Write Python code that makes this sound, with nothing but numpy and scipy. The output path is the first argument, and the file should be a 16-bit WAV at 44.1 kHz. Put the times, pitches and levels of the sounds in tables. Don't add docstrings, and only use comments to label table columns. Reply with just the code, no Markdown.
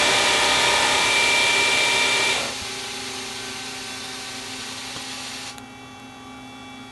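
import sys
import numpy as np
from scipy import signal
from scipy.fft import rfft, irfft
from scipy.io import wavfile

SR = 44100
rng = np.random.default_rng(int(sys.argv[2]) if len(sys.argv) > 2 else 0)


def to_wav(s):
    ch = np.atleast_2d(s).T
    pcm = np.round(np.clip(ch, -1, 1) * 32767)
    wavfile.write(sys.argv[1], SR, pcm.astype(np.int16))


N = 304731
T = np.arange(N) / SR
HZ = np.fft.rfftfreq(N, 1 / SR)

SHAFT_HZ = 32.64
BRAKE_S, STOP_S = 2.328, 2.535
RETREAT_S, RETREATED_S = 0.93, 1.17
LEAVE_S, AT_DOOR_S = 3.27, 5.96
STANDING_S, STANDING_LENGTH_S = 4.07, 1.83
LATE_SWELL_S, LATE_FULL_S = 6.35, 6.6


def gain_of(db):
    return 10 ** (np.asarray(db) / 20)


def evened(x):
    return x / np.sqrt(np.mean(x ** 2) + 1e-20)


def ramp(start_s, end_s):
    return np.clip((T - start_s) / (end_s - start_s), 0, 1)


def arch(middle_s, length_s):
    return np.cos(np.pi * np.clip((T - middle_s) / length_s, -.5, .5))


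def coloured(x, points):
    hz, db = np.transpose(points)
    level_db = np.interp(np.log(HZ + 1), np.log(hz), db)
    return evened(irfft(rfft(x) * gain_of(level_db), N))


def drift(rate_hz, count=2048):
    f = np.fft.rfftfreq(count, N / SR / count)
    slow = irfft(rfft(rng.standard_normal(count)) / (1 + (f / rate_hz) ** 2))
    return np.interp(T, np.linspace(0, T[-1], count), evened(slow))


def tone(turns, unsteady, rate_hz):
    angle = 2 * np.pi * (turns + rng.random())
    share = np.clip(unsteady, 0, 1)
    steady = np.sqrt(2 * (1 - share ** 2))
    in_step = (steady + share * drift(rate_hz)) * np.cos(angle)
    return in_step + share * drift(rate_hz) * np.sin(angle)


def ringing(hz, width_hz):
    r = np.exp(-np.pi * abs(width_hz) / SR)
    noise = rng.standard_normal(N) + 1j * rng.standard_normal(N)
    slow = signal.lfilter([1], [1, -2 * r, r * r], noise)
    carrier = np.exp(2j * np.pi * np.cumsum(hz * np.ones(N)) / SR)
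    return evened((slow * carrier).real)


def shaft_share():
    return 1 - ramp(BRAKE_S, STOP_S)


def braking(bite_s=.025):
    return ramp(BRAKE_S, BRAKE_S + bite_s)


def retreat(reach=0.84):
    return reach * ramp(RETREAT_S, RETREATED_S)


def receding(first_db, back_db, fall_db_per_s):
    return first_db + back_db * ramp(RETREAT_S, RETREATED_S) - fall_db_per_s * T


def loud_spot(hz, middle_s=.72, length_s=.8, centre_hz=925, width_hz=45, lift_db=3.2):
    nearness = np.exp(-((hz - centre_hz) / width_hz) ** 2)
    return lift_db * arch(middle_s, length_s) * nearness


def gear_rattle(turns, repeat=0.43, smooth_hz=3800, pulsing=0.047, split_hz=1650,
                rattle_fade=1.05, rumble_fade=0.23, size=1351):
    # pitch_hz, level_db (relative)
    housing_colour = [(25, -29), (60, -7), (130, -7.5), (185, -11), (280, -1.5), (420, 0), (900, -0.5),
                      (1100, -5), (1600, -9), (1850, -2), (2950, -3.5), (3550, -0.5), (4400, -4.5),
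                      (5000, -8.5), (6300, -8.5), (8800, -11.8), (10200, -17.5), (10900, -10.5),
                      (11700, -26)]

    def per_turn(times):
        steps = size // times
        return np.interp(turns * times % 1, np.linspace(0, 1, steps), rng.standard_normal(steps))

    smoothing = signal.butter(2, smooth_hz, fs=SR, output="sos")
    teeth = signal.sosfilt(smoothing, evened(1.36 * per_turn(1) + per_turn(2)))
    rolling = rng.standard_normal(N)
    pulses = sum(np.cos(2 * np.pi * (k * turns + rng.random())) / k ** 0.17 for k in range(1, 9))
    load = 1 + pulsing * evened(pulses)
    speed = shaft_share()
    casing = rfft(coloured(load * (repeat * speed * teeth + rolling), housing_colour))
    low = 1 / (1 + (HZ / split_hz) ** 8)
    rattle_db = receding(-22.5, 0.24, 1.14)
    rumble_db = receding(-30, -1.2, 1.64)
    rumble_db = rumble_db + braking() * (-32.5 - rumble_db)
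    rattle = gain_of(rattle_db) * evened(irfft(casing * (1 - low), N))
    rumble = gain_of(rumble_db) * evened(irfft(casing * low, N))
    return rattle * speed ** rattle_fade + rumble * speed ** rumble_fade


def gear_whine(turns, whine_db=-.5, fading=22, mesh_order=72):
    # order (multiple of shaft speed), close_db, back_db (before whine_db)
    gear_orders = [(2, -47, -52), (4, -42.5, -48), (11.8, -43, -41), (12.05, -40.5, -39.5), (13, -46, -45),
                   (14, -44, -45), (15, -44, -56), (16, -47, -43), (17, -42, -48), (18.14, -34.5, -41),
                   (19, -42, -43), (24, -40, -52), (25, -41, -55), (26, -41, -51), (27, -41, -40),
                   (28, -39.5, -54), (29, -33, -34), (31, -37.5, -43), (36.83, -38, -41), (38, -35.5, -45),
                   (43, -47, -46), (46, -43, -54), (48, -44, -56), (52, -41, -56), (54, -35.5, -50),
                   (60, -39, -55), (68, -42, -47), (70, -41, -40), (74, -49, -40), (84, -44, -41),
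                   (96, -42, -42), (99, -48, -42), (112, -41, -45), (174, -46, -59), (236.35, -44.5, -49)]
    back = retreat()
    mesh_db = receding(-27, 9.5, 3.5)
    out = gain_of(mesh_db) * tone(mesh_order * turns, 0.09, rate_hz=16)
    for order, close_db, back_db in gear_orders:
        level_db = whine_db + close_db + back * (back_db - close_db) + loud_spot(order * SHAFT_HZ)
        out += gain_of(level_db) * tone(order * turns, 0.43, rate_hz=9.6)
    return shaft_share() ** fading * out


def casing_ring(dying_hz=2600):
    # pitch_hz, width_hz, close_db, back_db, brake_db
    casing_modes = [(540, 70, -54, -43, -35.5), (790, 60, -39.5, -56, -49), (915, 80, -36, -47, -52),
                    (1370, 170, -37.5, -40, -37.5), (1850, 60, -38.5, -44, -43),
                    (2350, 110, -44, -41, -33.5), (2750, 110, -41, -39.5, -33.5),
                    (3220, 130, -41, -37, -36), (3424, 76, -34, -38, -43), (3660, 90, -36.5, -35, -34)]
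    back, speed, brake = retreat(), shaft_share(), braking()
    out = np.zeros(N)
    for hz, width_hz, close_db, back_db, brake_db in casing_modes:
        running_db = close_db + back * (back_db - close_db) + loud_spot(hz)
        level_db = running_db + brake * (brake_db - running_db)
        out += gain_of(level_db) * speed ** (hz / dying_hz) * ringing(hz, width_hz)
    return out


def passing_dip(x, middle_s=3.98, length_s=.9, centre_hz=3250, glide_hz_per_s=650, width_hz=400, depth=.45):
    turn = np.exp(2j * np.pi * np.cumsum(centre_hz + glide_hz_per_s * (T - middle_s)) / SR)
    r = np.exp(-np.pi * width_hz / SR)
    band = 2 * (turn * signal.lfilter([1 - r], [1, -r], x / turn)).real
    return x - depth * arch(middle_s, length_s) * band


def air_jet(flutter_db=0.34, echo=0.18, shift_ms=.2, count=7):
    # pitch_hz, level_db (relative)
    jet_colour = [(200, -14), (430, -10), (540, -2.5), (660, -8), (1000, -4), (1550, -6.5), (1850, -3.5),
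                  (2600, -2), (4400, 0.5), (4900, -3.5), (7000, -6.5), (7700, -11.5), (8700, -7.5),
                  (10200, -13.5), (11000, -12), (11700, -16)]
    # pitch_hz, width_hz, inside_db, door_db
    enclosure_modes = [(998, 64, -21, -19), (1800, 80, -21, -17), (2100, 70, -16.5, -30),
                       (2414, 90, -16, -25), (2680, 220, -20, -11), (3800, 500, -17, -11),
                       (4480, 260, -22, -12), (5770, 300, -28, -12), (6170, 240, -17, -30),
                       (7060, 200, -29, -14)]
    open_s, attack_s, shut_s, t60_s = 2.3, .14, 5.497, 0.21
    jet_db, surge_db, settle_s = -35, 4.5, 0.88
    direct = rng.standard_normal(N)
    heard = direct.copy()
    for delay_ms in rng.uniform(1.5, 9, count):
        lag = (delay_ms + shift_ms * drift(.1)) * SR / 1000
        heard += echo * np.interp(np.arange(N) - lag, np.arange(N), direct)
    hiss = coloured(heard, jet_colour)
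    door = ramp(LEAVE_S, AT_DOOR_S)
    for hz, width_hz, inside_db, door_db in enclosure_modes:
        hiss += gain_of(inside_db + door * (door_db - inside_db)) * ringing(hz, width_hz)
    surge = np.exp(-np.maximum(T - open_s - attack_s, 0) / settle_s)
    closing = np.exp(-np.log(1000) * np.maximum(T - shut_s, 0) / t60_s)
    valve = ramp(open_s, open_s + attack_s) * closing
    level_db = jet_db + surge_db * surge + flutter_db * drift(23)
    return valve * gain_of(level_db) * passing_dip(hiss)


def whistles():
    # middle_s, length_s, pitch_hz, glide_hz_per_s, width_hz, level_db
    whistle_list = [(3.92, .36, 3470, 380, 30, -48), (4.14, .38, 3625, 160, 35, -44),
                    (4.12, .6, 4000, 0, 35, -47.5), (3.65, 1.1, 2735, -70, 40, -47.5)]
    out = np.zeros(N)
    for middle_s, length_s, hz, glide, width_hz, db in whistle_list:
        pitch_hz = hz + glide * (T - middle_s)
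        out += gain_of(db) * arch(middle_s, length_s) * ringing(pitch_hz, width_hz)
    return out


def blow(s, db, modes, scatter=0.28, scatter_s=.012):
    out, t = np.zeros(N), np.arange(SR // 4) / SR
    ring = np.zeros(len(t))
    for hz, mode_db, t60_s in modes:
        ring += gain_of(mode_db) * np.sin(2 * np.pi * hz * t) * np.exp(-np.log(1000) * t / t60_s)
    fading_noise = rng.standard_normal(len(t)) * np.exp(-t / scatter_s)
    echoes = signal.fftconvolve(ring, fading_noise)[:len(t)]
    struck = ring + scatter * np.std(ring) * evened(echoes)
    part = out[round(s * SR):][:len(t)]
    part += gain_of(db) * struck[:len(part)]
    return out


def knocks():
    # start_s, level_db (the modes' levels come on top)
    thump_time = (2.615, -30)
    knock_times = [(4.9637, -23), (4.9705, -28)]
    click_times = [(5.583, -20.5), (5.9995, -34)]
    # pitch_hz, level_db (relative), t60_s (time to fall by 60 dB)
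    thump_rings = [(80, -1, .1), (180, -4, .05)]
    knock_rings = [(130, -17, .035), (330, -9, 0.028), (540, -7, .024), (800, -9, .016), (1100, -3, 0.015),
                   (1380, -5, .012), (2200, -7, .007), (3250, 1.5, 0.008)]
    click_rings = [(900, -18, .004), (1700, -9, .005), (2800, -8, .004), (3900, -1, 0.0037),
                   (6950, -3.5, .004), (8400, -9, .003), (11000, -5.5, .003)]
    thump = blow(*thump_time, thump_rings, scatter=.28)
    steel = sum(blow(s, db, knock_rings, scatter=.39) for s, db in knock_times)
    clicks = sum(blow(s, db, click_rings, scatter=.25) for s, db in click_times)
    return thump + steel + clicks


def pump(stroke_hz=384.85, pump_db=-51, idle_db=-5.5, swell_order=9, swell_db=5):
    # multiple (of the stroke rate), level_db (relative)
    piston_tones = [(1, -9.5), (2, 2.5), (3, -3.5), (4, -4), (5, -9), (6, -1.7), (7, -3), (8, -14), (9, -6),
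                    (10, -11), (11, -26), (12, -13), (13, -41), (14, -18), (15, -20), (16, -12.5),
                    (17, -21), (18, -20), (19, -25), (20, -28), (21, -31), (22, -23), (23, -24), (24, -27),
                    (25, -39), (26, -31)]
    # multiple, inside_db, door_db, standing_db (all added)
    cavity_table = [(1, 16, -7, 0), (2, -4, -7, 7), (3, -0.5, -1, 1), (4, 5, -7.5, 5), (5, 0.5, 0, 0)]
    door, standing = ramp(LEAVE_S, AT_DOOR_S), arch(STANDING_S, STANDING_LENGTH_S)
    strokes = np.cumsum(stroke_hz * (1 + 0.000383 * drift(1.9))) / SR
    load_db = idle_db * (1 - ramp(2.62, 2.64))
    late = ramp(LATE_SWELL_S, LATE_FULL_S)
    multiples, *cavity = np.transpose(cavity_table)
    out = np.zeros(N)
    for k, db in piston_tones:
        inside_db, door_db, standing_db = (np.interp(k, multiples, column) for column in cavity)
        cavity_db = inside_db + door * (door_db - inside_db) + standing * standing_db
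        cavity_db += swell_db * late * (k == swell_order)
        out += gain_of(pump_db + db + load_db + cavity_db) * tone(k * strokes, 0.3, rate_hz=3.6)
    return out


def fans(node_hz=821.5, node_db=-10):
    fan_pitches = [100, 119, 229, 258.6, 409, 694, 776, 821.5, 1157, 1218, 1391]
    # inside_db, door_db, unsteadiness (0-1)
    fan_levels = [(-57.5, -61, 0.92), (-53.5, -55, 0.12), (-52.5, -54, 0.99), (-45.5, -45, 0.33),
                  (-48.5, -56.5, 0.31), (-87, -65, .4), (-56, -58.5, 0.3), (-45, -49.5, 0.2),
                  (-64, -61, .2), (-56.5, -66, 0.35), (-56, -58.5, 0.7)]
    door, standing = ramp(LEAVE_S, AT_DOOR_S), arch(STANDING_S, STANDING_LENGTH_S)
    out = np.zeros(N)
    for hz, (inside_db, door_db, unsteady) in zip(fan_pitches, fan_levels):
        level_db = inside_db + door * (door_db - inside_db) + node_db * standing * (hz == node_hz)
        out += gain_of(level_db) * tone(hz * T, unsteady, rate_hz=8.6)
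    return out


def servo_drives(base_hz=1111.2, inside_db=-8, swell_db=4.5, swell_order=3):
    # multiple (of the base pitch), level_db (at the door, before the swell)
    drive_tones = [(2, -62.5), (3, -56.5), (4, -70), (5, -70), (6, -77), (7.18, -75), (8, -79), (9, -85)]
    door, late = ramp(LEAVE_S, AT_DOOR_S), ramp(LATE_SWELL_S, LATE_FULL_S)
    out = np.zeros(N)
    for k, db in drive_tones:
        change_db = inside_db * (1 - door) + swell_db * late * (k >= swell_order)
        out += gain_of(db + change_db) * tone(k * base_hz * T, 0.2, rate_hz=5)
    return out


def workshop(shop_db=-46, swell_db=0.14):
    # pitch_hz, level_db (relative)
    shop_colour = [(20, -23), (50, 4), (110, 1.5), (230, 0), (480, -1), (1200, -1.5), (1750, -6.5),
                   (3400, -10.5), (4900, -14.5), (6800, -14.5), (7600, -21.5), (11000, -18.5), (11700, -21)]
    return gain_of(shop_db + swell_db * drift(3.4)) * coloured(rng.standard_normal(N), shop_colour)


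def scene():
    turns = np.cumsum(SHAFT_HZ * shaft_share()) / SR
    tool = gear_rattle(turns) + gear_whine(turns) + casing_ring()
    air = air_jet() + whistles()
    background = pump() + fans() + servo_drives() + workshop()
    mono = tool + air + knocks() + background
    return np.array([mono, mono])


def record(dry):
    low_cut = signal.butter(2, 35, "high", fs=SR, output="sos")
    cut = signal.sosfilt(low_cut, dry)
    treble_limit = signal.firwin(511, 11800, window=("kaiser", 9), fs=SR)
    return signal.oaconvolve(cut, treble_limit[None], "same")


dry = scene()
out = record(dry)
to_wav(out)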